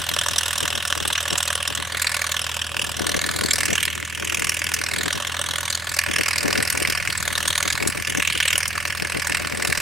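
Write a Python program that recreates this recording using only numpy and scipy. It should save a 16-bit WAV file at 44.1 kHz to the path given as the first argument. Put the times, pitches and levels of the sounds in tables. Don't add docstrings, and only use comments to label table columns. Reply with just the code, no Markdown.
import sys
import numpy as np
from scipy.fft import rfft, irfft, next_fast_len
from scipy.io import wavfile
from scipy.ndimage import uniform_filter1d, map_coordinates

SR = 44100
rng = np.random.default_rng(int(sys.argv[2]) if len(sys.argv) > 2 else 0)


def waveform_to_disk(signal):
    frames = np.transpose(np.atleast_2d(signal))
    scaled = np.clip(frames, -1, 1) * 32767
    samples = np.round(scaled).astype(np.int16)
    wavfile.write(sys.argv[1], SR, samples)


N = 432621
ROW, LEAD = 2048, 512


def amp(db):
    return 10 ** (np.asarray(db) / 20)


def unit(x):
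    return x / np.sqrt(np.mean(x ** 2) + 1e-20)


def along(points, hz):
    f, v = np.transpose(points)
    return np.interp(np.log(hz + 1), np.log(f + 1), v)


def curves(rows, t):
    s, *columns = np.transpose(rows)
    return np.array([np.interp(t, s, column) for column in columns])


def wobble(rate):
    knots = rng.standard_normal(int(N * rate / SR) + 4)
    return map_coordinates(knots, [np.arange(N) * rate / SR])


def filtered(x, response):
    m = next_fast_len(N + 8192)
    return irfft(rfft(x, m) * response(np.fft.rfftfreq(m, 1 / SR)), m)[..., :N]


def swell(ms, rise_db, fall_db):
    before = amp(np.clip(-rise_db * ms, -200, 200))
    after = amp(np.clip(fall_db * ms, -200, 200))
    return 1 / (before + after)


def causal(db):
    cepstrum = irfft(db)
    fold = 1 + np.sign(ROW // 2 - np.arange(ROW))
    fold[0] = 1
    return rfft(cepstrum * fold)


# (time [s], firing rate [1/s])
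ENGINE_SPEED = [(0.0, 40.81), (0.68, 40.77), (1.15, 39.22), (1.26, 40.05), (2.1, 40.98), (2.2, 40.05),
                (2.95, 39.88), (3.18, 40.71), (3.55, 41.01), (3.75, 40.47), (4.95, 40.72), (4.97, 41.88),
                (5.9, 41.8), (6.2, 40.5), (6.5, 40.96), (7.02, 39.66), (7.26, 39.58), (7.87, 40.75),
                (8.38, 38.98), (8.89, 41.15), (9.26, 39.89), (9.81, 39.35)]


def firings(t):
    first_turn = .199
    return first_turn + np.cumsum(curves(ENGINE_SPEED, t)[0]) / SR


# (time [s], bark level [dB], sizzle level [dB])
ARRIVAL_LEVELS = [(0.0, -29, -34), (0.14, -26, -28.5), (0.66, -26.5, -28.5), (0.88, -28.5, -30.5),
                  (1.15, -26, -27.5), (1.75, -26.5, -33.5), (1.88, -28.5, -35.5), (2.02, -25.5, -31.5),
                  (2.57, -27.5, -31.5), (2.72, -33, -40.5), (2.82, -28.5, -28.5), (2.97, -29.5, -35.5),
                  (3.1, -24, -31), (3.34, -28, -35), (3.54, -26.5, -27), (3.81, -26.5, -29.5),
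                  (3.98, -34, -36), (4.15, -32.5, -37), (4.3, -29, -28), (4.89, -29, -34.5),
                  (5.04, -26, -26), (5.4, -29.5, -36.5), (5.7, -27.5, -27), (5.82, -31.5, -36),
                  (5.97, -28.5, -31), (6.09, -28, -39.5), (6.21, -24, -27), (6.51, -25, -32.5),
                  (6.72, -26, -28), (6.9, -24, -31), (7.1, -28.5, -32.5), (7.46, -26, -27.5),
                  (7.86, -26.5, -33.5), (7.98, -32, -37), (8.1, -29.5, -28.5), (8.27, -26, -32),
                  (8.48, -22.5, -27.5), (8.73, -28.5, -32.5), (9.1, -30, -34.5), (9.35, -23, -30.5),
                  (9.48, -29, -34.5), (9.7, -25.5, -28.5), (9.81, -27.5, -31)]
VOICE_CENTRES = [745, 2390, 6850]
# (time [s], bark offset [dB], sizzle offset [dB], centre of the brightened band [Hz])
CRACKING_FIRINGS = [(0.093, 5.5, 1, 12440), (0.387, 5, 4, 10600), (0.93, 1, -1.5, 5900),
                    (1.08, 0, 1.5, 8500), (1.157, 10, -2, 6950), (1.183, 9, -2, 5930), (1.555, -3, 6, 9600),
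                    (1.754, -1, 7, 6900), (2.023, 6, 6, 11800), (2.071, 7, 1, 8100), (2.146, 3, 4.5, 11900),
                    (2.32, 3, 3.5, 6800), (2.619, 7, 0.5, 8000), (2.821, 2.5, 1, 10000),
                    (3.095, -4, 4.5, 11500), (3.512, 6.5, 1, 7400), (3.537, -3, 7, 11380),
                    (3.832, 4.5, 7, 11600), (4.3, 8, -4.5, 12400), (4.424, 4, -1, 8000),
                    (4.498, 1, 4.5, 12400), (4.744, 2, 7, 6200), (5.061, 2, -4, 7950),
                    (5.275, 3, 2.5, 7600), (5.706, 2, 1, 7400), (5.729, -4, 4.5, 4300), (5.992, 7, 4, 5500),
                    (6.385, -2, 4, 4750), (6.41, -2, 1, 8300), (6.704, 0.5, 7, 11200), (6.728, 1, 4, 8250),
                    (6.903, -1, 6.5, 12300), (6.928, 1, 1, 5650), (7.483, -3, 4.5, 9050),
                    (7.68, 8, 0, 8150), (7.706, 3, 3, 7300), (7.73, 1, 4.5, 6070), (7.878, -1, 11.5, 10000),
                    (7.903, -4, 7, 9900), (8.101, 0.9, 1.5, 9900), (8.277, 4.5, -1, 5900),
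                    (8.583, -5, 5, 10300), (8.683, -12, 6.5, 10300), (9.35, 2.5, 1, 8050)]


def blast_voices(when, growl_trim_db, sizzle_trim_db, luck, hz):
    growl_mean_db, growl_follows = -33, 0.85
    flicker_db, flicker_rate = (0.2, 1.5), 7
    s = np.arange(N) / SR
    flicker = [db * np.interp(when, s, wobble(flicker_rate)) for db in flicker_db]
    bark_db, sizzle_db = curves(ARRIVAL_LEVELS, when) + flicker
    growl_db = growl_mean_db + growl_follows * (bark_db - bark_db.mean())
    level_db = np.transpose([growl_db, bark_db, sizzle_db]) + luck * [1.2, .8, 1.2]
    whistle_db = np.zeros((len(when), len(hz)))
    for t, bark_offset_db, sizzle_offset_db, bright_hz in CRACKING_FIRINGS:
        k = np.argmin(abs(when - t))
        level_db[k] = [growl_db[k] - 2, bark_db[k] + bark_offset_db, sizzle_db[k] + sizzle_offset_db]
        whistle_db[k] = 6 * np.exp(-((hz - bright_hz) / 900) ** 2)
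    level_db += np.hstack([growl_trim_db, 0 * growl_trim_db, sizzle_trim_db])
    return np.array([along(list(zip(VOICE_CENTRES, row)), hz) for row in level_db]) + whistle_db


# (centre [Hz], width [Hz], relative peak level [dB])
STACK_RESONANCES = [(587, 56, 4.5), (713, 64, -2), (996, 58, -3.5), (1136, 94, 1), (1482, 41, 1),
                    (1744, 105, 4), (2220, 230, -2.5), (2750, 670, 3.5)]
# (frequency [Hz], level per Hz [dB])
JET_SPECTRUM = [(200, -38), (500, -23), (820, -1.5), (1000, -2.5), (2000, 4.5), (4400, 0), (8700, 0),
                (11200, -7), (14500, -21.5), (16500, -70)]


def stack_and_jet(hz):
    pipe = sum(amp(db) * 1j * hz * width / (centre * centre - hz * hz + 1j * hz * width)
               for centre, width, db in STACK_RESONANCES)
    jet = amp(along(JET_SPECTRUM, hz) - 3.0)
    return amp(causal(10 * np.log10(abs(pipe) ** 2 + jet ** 2)))


# (time [s], lag [ms])
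SOIL_LAG = [(0.0, .435), (1.75, .445), (2.1, .315), (2.45, .458), (2.8, .478), (3.15, .384), (3.5, .348),
            (3.85, .191), (4.2, .236), (4.72, .247), (5.2, .425), (5.78, .38), (6.12, .25), (6.35, .305),
            (7.05, .278), (7.4, .41), (7.87, .317), (8.4, .138), (8.6, .27), (9.8, .31)]


def soil_reflection(when, hz):
    lag_ms = curves(SOIL_LAG, when).T
    strength = .68 / (1 + (hz / 5500) ** 2)
    return 1 - strength * np.exp(-2j * np.pi * hz * lag_ms / 1000)


# (frequency [Hz], left-right correlation [1])
SIDE_LIKENESS = [(300, .9), (1400, .92), (3100, .83), (6800, .88), (11000, .95), (15000, .98)]
# (frequency [Hz], left over right [dB])
SIDE_BALANCE = [(300, -1.5), (1300, -2.5), (2400, -3), (4400, 1.5), (8000, -1.4), (15000, -1)]


def left_and_right(mid, side, hz):
    turn = np.arccos(np.clip(along(SIDE_LIKENESS, hz), -1, 1)) / 2
    mid, side = mid * np.cos(turn), side * np.sin(turn)
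    lean = amp(along(SIDE_BALANCE, hz) / 2)
    return [irfft((mid + side) * lean), irfft((mid - side) / lean)]


# (delay [ms], growl trim [dB], sizzle trim [dB], bark hold [ms])
CYLINDER_TRIMS = [(-3.7, -.4, 2.6, .8), (-2.7, .6, -1.6, 3), (-3.9, -1.8, .6, .5), (-2.7, 1, -1.6, 3)]


def exhaust():
    s = np.arange(N) / SR
    turns = firings(s)
    n = np.arange(int(turns[-1]) + 1)
    when = np.interp(n, turns, s)
    delay_ms, growl_db, sizzle_db, hold_ms = np.array(CYLINDER_TRIMS)[n % len(CYLINDER_TRIMS)].T[..., None]
    hz = np.fft.rfftfreq(ROW, 1 / SR)
    luck = rng.standard_normal((len(n), 5))
    voice_db = blast_voices(when, growl_db, sizzle_db, luck[:, :3], hz)
    blotch = causal(unit(uniform_filter1d(rng.standard_normal(voice_db.shape), size=34, axis=1)))
    colour = soil_reflection(when, hz) * stack_and_jet(hz)

    ms = (np.arange(ROW) - LEAD) * 1000 / SR - delay_ms - 0.088 * luck[:, 3:4]
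    pace = amp(.7 * luck[:, 4:])
    spurts = amp(3.2 * unit(uniform_filter1d(rng.standard_normal(ms.shape), size=30, axis=1)))
    onset = spurts * swell(ms * pace, rise_db=10, fall_db=.6)
    spit = onset * swell(ms * pace - 3.2, rise_db=0, fall_db=2.6)
    bark = onset * swell(ms - hold_ms, rise_db=0, fall_db=2.6) * amp(2.5 - hold_ms)
    after = amp(-9) * swell(ms - 11, rise_db=3.0, fall_db=4.0)
    hum = amp(-23.0) * np.hanning(ROW)

    treble = 1 / (1 + (3500 / (hz + 1)) ** 4)
    steady_db = uniform_filter1d(voice_db, size=19, axis=0)
    parts = [(spit, treble * amp(voice_db + 3.47 * blotch)),
             (bark, (1 - treble) * amp(voice_db + 2.12 * blotch)),
             (after, amp(voice_db) / (1 + hz / 6000)),
             (hum, amp(steady_db) / (1 + hz / 20000))]

    def noise_blasts():
        return sum(rfft(env * rng.standard_normal(ms.shape)) * tint for env, tint in parts) * colour

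    mid, side = noise_blasts(), noise_blasts()
    at = (np.round(when * SR).astype(int)[:, None] + np.arange(ROW)).ravel()
    pair = left_and_right(mid, side, hz)
    return amp(19.5) * np.array([np.bincount(at, p.ravel(), N + ROW)[LEAD:N + LEAD] for p in pair])


# (multiple of shaft speed [1], rms level [dB])
ENGINE_ORDERS = [(2, -67), (4, -42), (5, -52.5), (6, -53), (8, -57.5), (10, -57.5)]


def throb():
    t = np.arange(N) / SR
    shaft = firings(t) / 2
    tones = 0
    for multiple, db in ENGINE_ORDERS:
        level = np.sqrt(2) * amp(db + 0.23 * multiple * wobble(10))
        tones = tones + level * np.sin(2 * np.pi * multiple * (shaft + 0.125))
    rumble = unit(filtered(rng.standard_normal(N), lambda hz: hz / (150 + hz) / (1 + (hz / 250) ** 2)))
    return (tones + amp(-54.0) * rumble) * amp([[-.7], [.7]])


# (time when full [s], hold [s], buffet level [dB])
GUST_PEAKS = [(0, 0, -29), (.12, 0.019, -31.5), (.3, 0.071, -37.5), (.64, 0, -24), (.7, .1, -36.5),
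              (.97, 0.15, -33.5), (1.33, 0.003, -23), (1.71, 0.0052, -34), (1.79, 0.018, -33),
              (1.94, 0.025, -35.5), (2.76, 0.16, -37), (3.0, .18, -26.5), (3.3, 0.38, -31),
              (3.7, 0.033, -21.5), (4.2, 0.15, -33), (4.4, 0.013, -28.5), (4.61, 0, -34),
              (4.83, 0.013, -36), (4.98, 0.028, -27.5), (5.06, 0.016, -26), (5.16, 0.016, -28.5),
              (5.29, 0, -34), (6.09, 0.063, -29.5), (6.19, 0.012, -23), (6.44, 0.059, -21.5),
              (6.56, 0.07, -24.5), (6.75, 0.094, -28.5), (6.9, 0.008, -25), (7.1, 0.0059, -31),
              (7.66, 0.016, -26.5), (7.82, 0.062, -24), (7.99, 0, -27), (8.09, 0.036, -32),
              (8.18, 0, -21.5), (8.36, 0, -28.5), (8.55, 0.0058, -33), (8.76, 0, -29), (9.03, 0.019, -25.5),
              (9.16, 0.016, -23.5), (9.31, 0, -26), (9.53, .2, -28)]


def gusts(t, lull_db):
    rise_db, fall_db = 0.4, 0.52
    s, held, peak_db = np.transpose(GUST_PEAKS)[..., None]
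    coarse = t[::100]
    ms = 1000 * (coarse - s)
    slope_db = np.minimum(rise_db * ms, fall_db * (1000 * abs(held) - ms))
    shape_db = peak_db + np.minimum(0, slope_db)
    return np.maximum(np.interp(t, coarse, shape_db.max(axis=0)), lull_db)


# (time [s], deep rumble level [dB], light buffeting level between gusts [dB])
BREEZE_LEVELS = [(0, -43, -44), (2, -43, -58), (2.6, -45, -47), (3.3, -37, -34), (4.2, -46, -37.5),
                 (5.0, -47, -40), (5.8, -44, -49), (6.5, -38, -37), (7.3, -34.5, -38.5), (7.8, -37, -40),
                 (8.7, -37, -55), (9.81, -37, -34.5)]
# (frequency [Hz], level per Hz [dB])
LIGHT_SPECTRUM = [(15, -35), (50, -14), (100, -6.5), (230, -2.5), (400, -5), (700, -17), (1500, -72)]
HARD_SPECTRUM = [(60, -28), (250, -8.5), (500, -2), (800, -8), (1300, -23), (2500, -51)]
DEEP_SPECTRUM = [(12, -35), (30, -6), (50, -4), (65, -1), (110, 3.5), (170, -1.5), (300, -25)]


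def wind():
    t = np.arange(N) / SR
    breeze_db, lull_db = curves(BREEZE_LEVELS, t)
    gust_db = gusts(t, lull_db + 4.2 * wobble(13))
    lumps = amp(0.56 * wobble(30) + 4.15 * wobble(250))

    def eddies(spectrum):
        return unit(filtered(lumps * rng.standard_normal(N), lambda hz: amp(along(spectrum, hz))))

    def buffet():
        light = amp(gust_db) * eddies(LIGHT_SPECTRUM)
        hard = amp(1.6 * (gust_db + 27.5) - 33) * eddies(HARD_SPECTRUM)
        return light + hard

    def boom():
        return amp(breeze_db + 0.18 * (gust_db + 25.0) + 2.5) * eddies(DEEP_SPECTRUM)

    near, deep = buffet(), boom()
    left = near + deep
    right = -.5 * near + 0.21 * buffet() - 0.22 * deep + .5 * boom()
    return np.array([left, right])


def scene():
    return exhaust() + throb() + wind()


def record(dry):
    top_hz = 15900
    rounded = dry / (1 + abs(dry / .85) ** 4) ** (1 / 4)
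    return filtered(rounded, lambda hz: hz < top_hz)


dry = scene()
out = record(dry)
waveform_to_disk(out)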